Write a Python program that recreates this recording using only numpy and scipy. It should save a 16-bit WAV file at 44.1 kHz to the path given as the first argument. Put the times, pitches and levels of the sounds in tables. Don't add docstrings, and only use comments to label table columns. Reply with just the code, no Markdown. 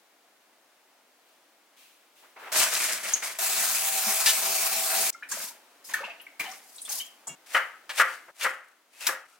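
import sys
import numpy as np
from scipy import signal
from scipy.fft import rfft, irfft, next_fast_len
from scipy.io import wavfile
from scipy.ndimage import uniform_filter1d, map_coordinates

SR = 44100
rng = np.random.default_rng(int(sys.argv[2]) if len(sys.argv) > 2 else 0)


def waveform_to_disk(signal):
    frames = np.transpose(np.atleast_2d(signal))
    scaled = np.clip(frames, -1, 1) * 32767
    samples = np.round(scaled).astype(np.int16)
    wavfile.write(sys.argv[1], SR, samples)


N = 414099

# (start t/s, end t/s)
HALL_SPAN, BAG_SPAN = (-1, 2.52), (2.518, 3.387)
TAP_SPAN, WASH_SPAN = (3.387, 5.104), (5.104, 7.352)
BOARD_ENDS = [8.312, 9.268]

# (from t/s, level/dB)
ROOM_TONE = [(0, -62), (5.104, -58), (7.352, -59), (8.312, -65)]
# (t/s, length/s, level/dB)
BRUSHES = [(1.25, 0.047, -65.5), (1.76, 0.068, -55), (2.15, 0.065, -58), (2.38, .14, -54.5)]
# (t/s, length/s, level/dB)
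SHUFFLES = [(2.222, .02, -56.5), (2.36, 0.12, -41)]
# (t/s, length/s, level/dB)
SHAKES = [(2.516, 0.029, -27), (2.55, 0.075, -20), (2.715, 0.059, -26.5), (2.8, 0.057, -26),
          (2.88, 0.066, -30), (3.028, 0.11, -33.5), (3.219, 0.039, -31)]
TUMBLE_DB, TUMBLE_FOLLOWS = -11, 0.76
# (t/s, level/dB, length/s, centre f/Hz, width/octaves)
SNAPS = [(2.7524, -20.5, 0.002, 4000, 1.3), (3.086, -32, 0.0098, 5500, 1.8),
         (3.136, -16.5, 0.0082, 6540, 0.06), (4.2605, -18, 0.054, 5100, 1.1), (7.546, -29, .014, 2900, .12),
         (7.893, -33.5, 0.028, 1620, .8), (7.979, -28.5, 0.021, 1850, 0.65),
         (8.41, -32.5, 0.042, 2300, 0.54), (9.067, -18, 0.014, 5500, 1.8)]
TAP_DB = -24
# (t/s, peak level/dB, f/Hz, t60/s)
THUD_AND_NOTES = [(4.062, -37, 214, 0.079), (4.266, -24, 1763, 0.3), (5.141, -43, 2130, 0.07),
                  (5.147, -37, 1363, 0.06)]
# (t/s, level/dB, length/s, centre f/Hz, width/octaves)
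SLAPS = [(5.127, -46, 0.0055, 6000, 0.26), (5.314, -28.5, 0.0093, 7100, 0.28),
         (5.936, -30, 0.0054, 6370, 1.1), (6.395, -33, 0.017, 3050, 9.5), (7.269, -44.5, 0.012, 980, 0.4),
         (7.2705, -33.5, 0.017, 7430, 0.18)]
# (t/s, peak level/dB, starting f/Hz, t60/s)
BUBBLES = [(5.2246, -31, 1615, 0.024), (5.23, -34, 2280, .035), (5.318, -33, 1530, 0.035),
           (5.368, -38, 622, 0.099), (5.9379, -17.5, 1670, 0.035), (5.988, -34, 1190, .05),
           (6.002, -38.5, 520, 0.07), (6.03, -35.5, 880, 0.05), (6.04, -29, 2605, 0.07),
           (6.074, -40, 635, 0.11), (6.1022, -34.5, 2490, 0.065), (6.1978, -39.5, 2720, .04),
           (6.266, -36.5, 2090, 0.022), (6.3977, -23.5, 2220, 0.04), (6.4555, -36, 2880, 0.05),
           (6.457, -39, 744, 0.067), (6.782, -39, 3750, .04), (6.853, -38, 3320, 0.04),
           (6.9992, -29.5, 2950, 0.14)]
CLIMB = 0.1
# (t/s, level/dB, centre f/Hz)
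DRIPS = [(6.213, -49, 11700), (6.513, -41.5, 6140), (6.759, -45.5, 8540), (6.815, -36.5, 8900),
         (6.849, -38, 8500)]
# (t/s, length/s, level/dB)
STIRS = [(5.305, 0.13, -44), (5.887, 0.038, -46.5), (5.95, 0.11, -46), (6.393, 0.09, -43),
         (6.875, 0.041, -43.5)]
# (t/s, length/s, level/dB)
SHOWERS = [(5.287, 0.16, -33), (5.84, 0.071, -43), (6.4, 0.15, -46.5), (6.58, 0.3, -48),
           (6.888, 0.083, -30.5)]
# (t/s, level/dB, length/s, centre f/Hz, width/octaves)
THUDS = [(7.275, -55, 0.077, 140, 0.9)]
NUDGE_S, NUDGE_DB = 7.286, -39
# (t/s, length/s, level/dB, note f/Hz, lift of note/dB)
SLIDES = [(7.461, 0.013, -52, 2780, -2), (8.074, 0.074, -47.5, 4660, 7), (8.93, 0.07, -58, 2600, 13),
          (9.006, 0.057, -39, 2630, 11), (9.281, 0.077, -61, 1335, 15)]
BLADE_WIDTH_HZ = 190
# (landing t/s, knock level/dB, rise/s, chatter/s, brightness/dB per octave,
# crunch level/dB, press/s)
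CUTS = [(7.546, -20, 0.001, 0.033, 3, -36, 0.095), (7.996, -17, 0.0011, 0.028, 2, -24, 0.083),
        (8.281, -50, 0.0018, .025, -4.5, -82, .06), (8.443, -23, 0.0027, 0.029, 0.5, -28, 0.089),
        (9.087, -27.5, 0.0014, 0.017, -1, -31, 0.16)]
PRESS_GROWS_DB, THROUGH_S = 35, 0.0055
CELL_SPREAD_DB = 8
BOARD_RING_DB = -10.5

# (f/Hz, relative level/dB)
BOWL = [(93, -21), (670, -9), (1690, -14), (2239, -7), (2785, 0), (3305, -11), (5550, -15), (6912, -8)]
# (f/Hz, relative level/dB)
BOARD = [(527, 0), (1185, -1), (1268, 1), (1396, 6), (1540, 1), (1680, 1), (1848, 3), (1944, 3)]
BOWL_T60, BOARD_T60 = 0.21, 0.3
# (f/Hz, width/Hz, lift/dB)
SINK = [(185.5, 24.5, 18), (217.8, 9.3, 18), (398.4, 20, 13.5), (662.3, 30, 16), (770.4, 26.4, 15.5),
        (2350, 160, 4), (2610, 99, 4.5)]

# (f/Hz, relative level/dB)
AIR = [(40, -57.5), (180, -23.5), (280, -10.5), (400, -13), (700, -7.5), (1400, -11.5), (3400, -16.5),
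       (16000, -24)]
# (f/Hz, relative level/dB)
FABRIC = [(200, -26.5), (1600, -13), (2600, -2.5), (5000, -9), (16000, -11.5)]
# (f/Hz, relative level/dB)
DISTANT = [(80, -48), (380, -12), (940, -4.5), (2000, -9), (16000, -52.5)]
# (f/Hz, relative level/dB)
FILM = [(500, -54.5), (2500, -15.5), (4500, -2.5), (8500, 0), (16000, -9.5)]
# (f/Hz, relative level/dB)
TUMBLE = [(50, -46), (250, -21), (1100, -4.5), (2200, -2.5), (3200, -7.5), (16000, -46.5)]
# (f/Hz, relative level/dB)
JET = [(120, -42), (260, -27), (500, -16.5), (1000, -5.5), (3400, -6.5), (7900, 0), (16000, -4)]
# (f/Hz, relative level/dB)
DROPLETS = [(500, -35.5), (3500, -9.5), (5000, -1), (12000, -2), (16000, -7)]
# (f/Hz, relative level/dB)
WATER = [(25, -26), (110, -35), (190, -16), (600, -6), (2200, 1), (4000, -6), (16000, -24)]
# (f/Hz, relative level/dB)
FLESH = [(40, -43), (200, -29), (600, -4.5), (2400, 3), (3500, -1.5), (9000, -1.5), (16000, -11.5)]
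# (f/Hz, relative level/dB)
WOOD = [(40, -75.5), (200, -30), (530, -10), (1000, -6), (1330, 2), (2080, -3), (2450, -12), (3100, -16),
        (3600, -27.5), (16000, -44.5)]

# (f/Hz, t60/s)
KITCHEN = [(150, 0.19), (600, 0.59), (1500, 0.52), (4000, 0.29), (12000, 0.22)]
# (f/Hz, likeness from 0 to 1)
ALIKE = [(100, 0.92), (500, 0.76), (1000, 0.11), (2000, 0.65), (4000, 0.037), (8000, 0.024)]
LINGER_DB, LINGER_T60 = -22, 0.77
# (f/Hz, gain/dB)
WIDTH = [(100, -20.5), (400, -4.5), (1000, -5), (2500, 0), (9000, -2.5)]
SINK_LAG_S = 4e-05
TOP_HZ = 16100


def amp(db):
    return 10 ** (np.asarray(db) / 20)


def unit(x):
    return x / np.sqrt(np.mean(x ** 2) + 1e-20)


def along(points, hz):
    f, v = np.transpose(points)
    return np.interp(np.log(hz + 1), np.log(f + 1), v)


def shot(x, span):
    t = np.arange(N) / SR
    inside = (t > span[0]) & (t < span[1])
    return x * uniform_filter1d(1. 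* inside, size=128)


def add(track, s, x):
    part = track[:, round(s * SR):][:, :x.shape[1]]
    part += x[:, :part.shape[1]]


def colour(x, spectrum, peaks=()):
    hz = np.fft.rfftfreq(2 ** 14, 1 / SR)
    db = along(spectrum, hz)
    for f, width, lift in peaks:
        db = db + lift / (1 + ((hz - f) / width) ** 2 * 2)
    cepstrum = irfft(np.log(amp(db)))
    half = len(hz) - 1
    response = irfft(np.exp(rfft(2 * cepstrum[:half], 2 * half)))[:half]
    return signal.oaconvolve(x, response[None], axes=1)[:, :x.shape[1]]


def diffuse(n):
    m = next_fast_len(n)
    likeness = along(ALIKE, np.fft.rfftfreq(m, 1 / SR))
    turn = np.arccos(np.clip(likeness, -1, 1)) / 2
    noise = rfft(rng.standard_normal((2, m)))
    mid, side = irfft(noise * [np.cos(turn), np.sin(turn)], m)[:, :n]
    return np.array([mid + side, mid - side])


def room(x, wet_db, near_db=6, near_s=0.013):
    hz, t, z = signal.stft(diffuse(SR // 2), SR, nperseg=256)
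    fade_db = -60 * t / along(KITCHEN, hz)[:, None]
    early_db = near_db * np.exp(-(t / near_s) ** 2)
    tail = signal.istft(z * amp(fade_db + early_db), SR, nperseg=256)[1]
    response = amp(wet_db) * tail / np.linalg.norm(tail[0])
    response[:, 0] += 1
    return signal.oaconvolve(np.array([x, x]), response, axes=1)[:, :len(x)]


def dying(since, t60):
    since = np.maximum(since, 0)
    return np.hypot(amp(-60 * since / t60), amp(LINGER_DB - 60 * since / LINGER_T60))


def strokes(rows, attack_s, release_t60, grow_db_per_s=0):
    t, power = np.arange(N) / SR, np.zeros(N)
    for s, length, db in rows:
        onset = 1 - np.exp(-np.maximum(t - s, 0) / attack_s)
        level = amp(db - grow_db_per_s * np.maximum(s + length - t, 0))
        power += (onset * level * dying(t - s - length, release_t60)) ** 2
    return np.sqrt(power)


def clicks(n, rate, spread_db):
    sizes = amp(spread_db * np.clip(rng.standard_normal(n), -2, 2))
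    signs = rng.choice([-1, 1], n)
    return sizes * signs * (rng.random(n) < rate / SR)


def wobble(rate):
    knots = rng.standard_normal(int(N * rate / SR) + 4)
    return map_coordinates(knots, [np.arange(N) * rate / SR])


def patter(spectrum, rate, spread_db, wet_db, peaks=(), clump_db=0):
    places = amp(np.array([[3], [-3]]) * rng.standard_normal(N))
    direct = unit(clicks(N, rate, spread_db) * places)
    wash = amp(wet_db) * unit(diffuse(N))
    clumps = amp(clump_db * wobble(70))
    return unit(colour(clumps * (direct + wash), spectrum, peaks))


def background():
    starts, levels = np.transpose(ROOM_TONE)
    tone_db = levels[np.searchsorted(starts[1:], np.arange(N) / SR)]
    air = amp(tone_db) * unit(colour(diffuse(N), AIR))
    brushing = strokes(BRUSHES, attack_s=0.012, release_t60=1.0)
    cloth = brushing * unit(colour(diffuse(N), FABRIC))
    steps = strokes(SHUFFLES, attack_s=0.0026, release_t60=0.46, grow_db_per_s=71)
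    shuffle = steps * patter(DISTANT, rate=2000, spread_db=4, wet_db=9, clump_db=1)
    return air + shot(cloth + shuffle, HALL_SPAN)


def drifting(x, depth_db):
    z = signal.stft(x, nperseg=512)[2]
    field = rng.standard_normal(z.shape[1:])
    field = uniform_filter1d(field, size=8, axis=0)
    field = uniform_filter1d(field, size=14, axis=1)
    return unit(signal.istft(z * amp(depth_db * unit(field)), nperseg=512)[1][:, :N])


def bag():
    crinkle = strokes(SHAKES, attack_s=0.0053, release_t60=0.42)
    film = crinkle * patter(FILM, rate=1200, spread_db=5.0, wet_db=4.5, clump_db=1.45)
    tumble = amp(TUMBLE_DB) * crinkle ** TUMBLE_FOLLOWS
    hollows = [(203, 30, 8), (640, 45, 8)]
    peppers = tumble * patter(TUMBLE, rate=900, spread_db=5, wet_db=3, peaks=hollows, clump_db=1.2)
    peppers = drifting(peppers, depth_db=1.5) * np.std(peppers)
    return shot(film + peppers, BAG_SPAN)


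def bursts(rows, wet_db, low_hz):
    out, t = np.zeros((2, N)), np.arange(SR // 3) / SR
    hz = np.geomspace(30, SR / 2, 200)
    for s, db, length, centre_hz, octaves in rows:
        volley = clicks(len(t), rate=6000, spread_db=3.0) * np.exp(-(t / length) ** 4)
        loss = 1 + (np.log2(hz / centre_hz) / octaves) ** 2 / 2
        loss = loss * (1 + (low_hz / hz) ** 2)
        x = colour(room(volley, wet_db), np.transpose([hz, -20 * np.log10(loss)]))
        rms = np.sqrt(np.mean(x[:, t < length] ** 2) + 1e-20)
        add(out, s, amp(db) * x / rms)
    return out


def snaps():
    return bursts(SNAPS, wet_db=-4, low_hz=400)


def ping(t, hz, t60, rise):
    pitch = hz * (1 + rise * (1 - np.exp(-7 * t / t60)))
    swell = 1 - np.exp(-(t * hz / 3) ** 2)
    return np.sin(2 * np.pi * np.cumsum(pitch, axis=-1) / SR) * amp(-60 * t / t60) * swell


def gurgle(rate, centre_hz, octaves, cycles, spread_db):
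    count = int(rate * N / SR)
    start = rng.integers(N, size=(count, 1))
    pitch, size = np.clip(rng.standard_normal((count, 2, 1)), -2, 2).transpose(1, 0, 2)
    hz = centre_hz * 2 ** (octaves * pitch)
    i = np.arange(SR // 25)
    swarm = amp(spread_db * size) * ping(i / SR, hz, cycles / hz, rise=0.1)
    mixed = np.bincount((start + i).ravel(), swarm.ravel(), N)[:N]
    return unit(room(mixed, wet_db=-1))


def tap():
    jets = patter(JET, rate=5000, spread_db=6.0, wet_db=4.0, peaks=SINK, clump_db=1.13)
    jets = drifting(jets, depth_db=1.5)
    froth = amp(-21) * gurgle(rate=46, centre_hz=8000, octaves=0.51, cycles=72, spread_db=3.0)
    return shot(amp(TAP_DB) * (jets + froth), TAP_SPAN)


def rings(rows, wet_db, climb=0):
    out, t = np.zeros((2, N)), np.arange(SR // 2) / SR
    for s, db, hz, t60 in rows:
        tone = room(ping(t, hz, t60, climb), wet_db, near_db=9)
        add(out, s, amp(db) * tone / np.abs(tone).max())
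    return out


def thud_and_notes():
    return rings(THUD_AND_NOTES, wet_db=-4)


def plops():
    splats = [(s, db - 12, .009, hz, .18) for s, db, hz, t60 in BUBBLES]
    spatters = [(s, db, .006, hz, .12) for s, db, hz in DRIPS]
    tones = rings(BUBBLES, wet_db=-3, climb=CLIMB)
    splashes = bursts(splats + spatters + SLAPS, wet_db=7.5, low_hz=151)
    return shot(tones + splashes, (TAP_SPAN[0], WASH_SPAN[1]))


def washing():
    drops = patter(DROPLETS, rate=1200, spread_db=1.5, wet_db=7.5, clump_db=1.8)
    tinkle = amp(-8.5) * gurgle(rate=100, centre_hz=8740, octaves=.4, cycles=130, spread_db=5)
    spray = strokes(SHOWERS, attack_s=0.0039, release_t60=0.27, grow_db_per_s=31)
    hollows = [(88, 20, 7), (210, 50, 11)]
    wash = patter(WATER, rate=700, spread_db=4, wet_db=2, peaks=hollows, clump_db=2)
    bubbles = amp(-3) * gurgle(rate=160, centre_hz=1446, octaves=.65, cycles=45, spread_db=3.5)
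    slosh = strokes(STIRS, attack_s=0.0031, release_t60=0.44)
    return shot(spray * (drops + tinkle) + slosh * (wash + bubbles), WASH_SPAN)


def ringing(modes, t60, attack_s, tilt_db=0):
    t, out = np.arange(SR // 2) / SR, np.zeros((2, SR // 2))
    for hz, db in modes:
        phase = rng.uniform(0, 2 * np.pi) + rng.normal(0, 0.35, (2, 1))
        level = db + tilt_db * np.log2(hz / 1400) + rng.normal(0, 1.5)
        out += amp(level - 60 * t / t60) * np.sin(2 * np.pi * hz * t + phase)
    return out * (1 - np.exp(-t / attack_s))


def bowl():
    out = bursts(THUDS, wet_db=0.0, low_hz=75)
    add(out, NUDGE_S, amp(NUDGE_DB) * ringing(BOWL, BOWL_T60, attack_s=0.007))
    return shot(out, (BAG_SPAN[0], WASH_SPAN[1]))


def scrapes():
    out, t = np.zeros((2, N)), np.arange(SR // 2) / SR
    for s, length, db, hz, lift_db in SLIDES:
        slips = unit(clicks(len(t), rate=3200, spread_db=6.5)) + amp(3) * unit(diffuse(len(t)))
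        gain = amp(db) * (1 - np.exp(-t / 0.001)) * dying(t - length, t60=0.23)
        add(out, s, gain * unit(colour(slips, FLESH, [(hz, BLADE_WIDTH_HZ, lift_db)])))
    return out


def crunching():
    t, crunch = np.arange(N) / SR, np.zeros(N)
    for s, _, _, _, _, crunch_db, press in CUTS:
        since = t - (s - THROUGH_S)
        pressing = amp(crunch_db + PRESS_GROWS_DB * np.minimum(since, 0) / press)
        crunch = np.hypot(crunch, pressing * dying(since, t60=0.18))
    return crunch * patter(FLESH, rate=3000, spread_db=CELL_SPREAD_DB, wet_db=2.5, clump_db=2.5)


def knock(rise, chatter, tilt_db, first_db, early_t60, late_t60, late_db):
    t = np.arange(SR // 2) / SR
    touching = t < chatter
    contacts = clicks(len(t), rate=2500, spread_db=0.0) * touching
    contacts = contacts / np.std(contacts[touching])
    contacts[0] += amp(first_db)
    since = np.maximum(t - chatter, 0)
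    fade = np.hypot(amp(-60 * since / early_t60), amp(late_db - 60 * since / late_t60))
    echo = fade * unit(diffuse(len(t)))
    wood = [(hz, level + tilt_db * np.log2(hz)) for hz, level in WOOD]
    x = colour(contacts + amp(-4.5) * echo, wood)
    ring = amp(BOARD_RING_DB) * ringing(BOARD, BOARD_T60, attack_s=0.0017, tilt_db=tilt_db)
    return (x / np.std(x[:, touching]) + ring) * (1 - np.exp(-t / rise))


def landings():
    board = np.zeros((2, N))
    for s, db, rise, chatter, tilt_db, _, _ in CUTS:
        left = min(end for end in BOARD_ENDS if end > s) - s
        blow = knock(rise, chatter, tilt_db, first_db=23, early_t60=0.31, late_t60=0.52, late_db=-5.0)
        add(board, s, amp(db) * blow[:, :round(left * SR)])
    return board


def knife():
    return scrapes() + crunching() + landings()


def pan(x, left_db, lag_s=0):
    m = next_fast_len(N + SR // 2)
    hz = np.fft.rfftfreq(m, 1 / SR)
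    lag = np.exp(-1j * np.pi * hz * lag_s * np.array([[1], [-1]]))
    return irfft(rfft(x, m) * lag, m)[:, :N] * amp([[left_db / 2], [-left_db / 2]])


def scene():
    others = bag() + snaps() + tap() + thud_and_notes() + plops() + washing() + bowl()
    return pan(background() + others, left_db=1.5, lag_s=SINK_LAG_S) + pan(knife(), left_db=3.5)


def record(dry):
    m = next_fast_len(N + SR // 2)
    hz = np.fft.rfftfreq(m, 1 / SR)
    left, right = rfft(dry, m)
    mid = (left + right) / 2
    side = (left - right) / 2 * amp(along(WIDTH, hz))
    return irfft(np.array([mid + side, mid - side]) * (hz < TOP_HZ), m)[:, :N]


dry = scene()
out = record(dry)
waveform_to_disk(out)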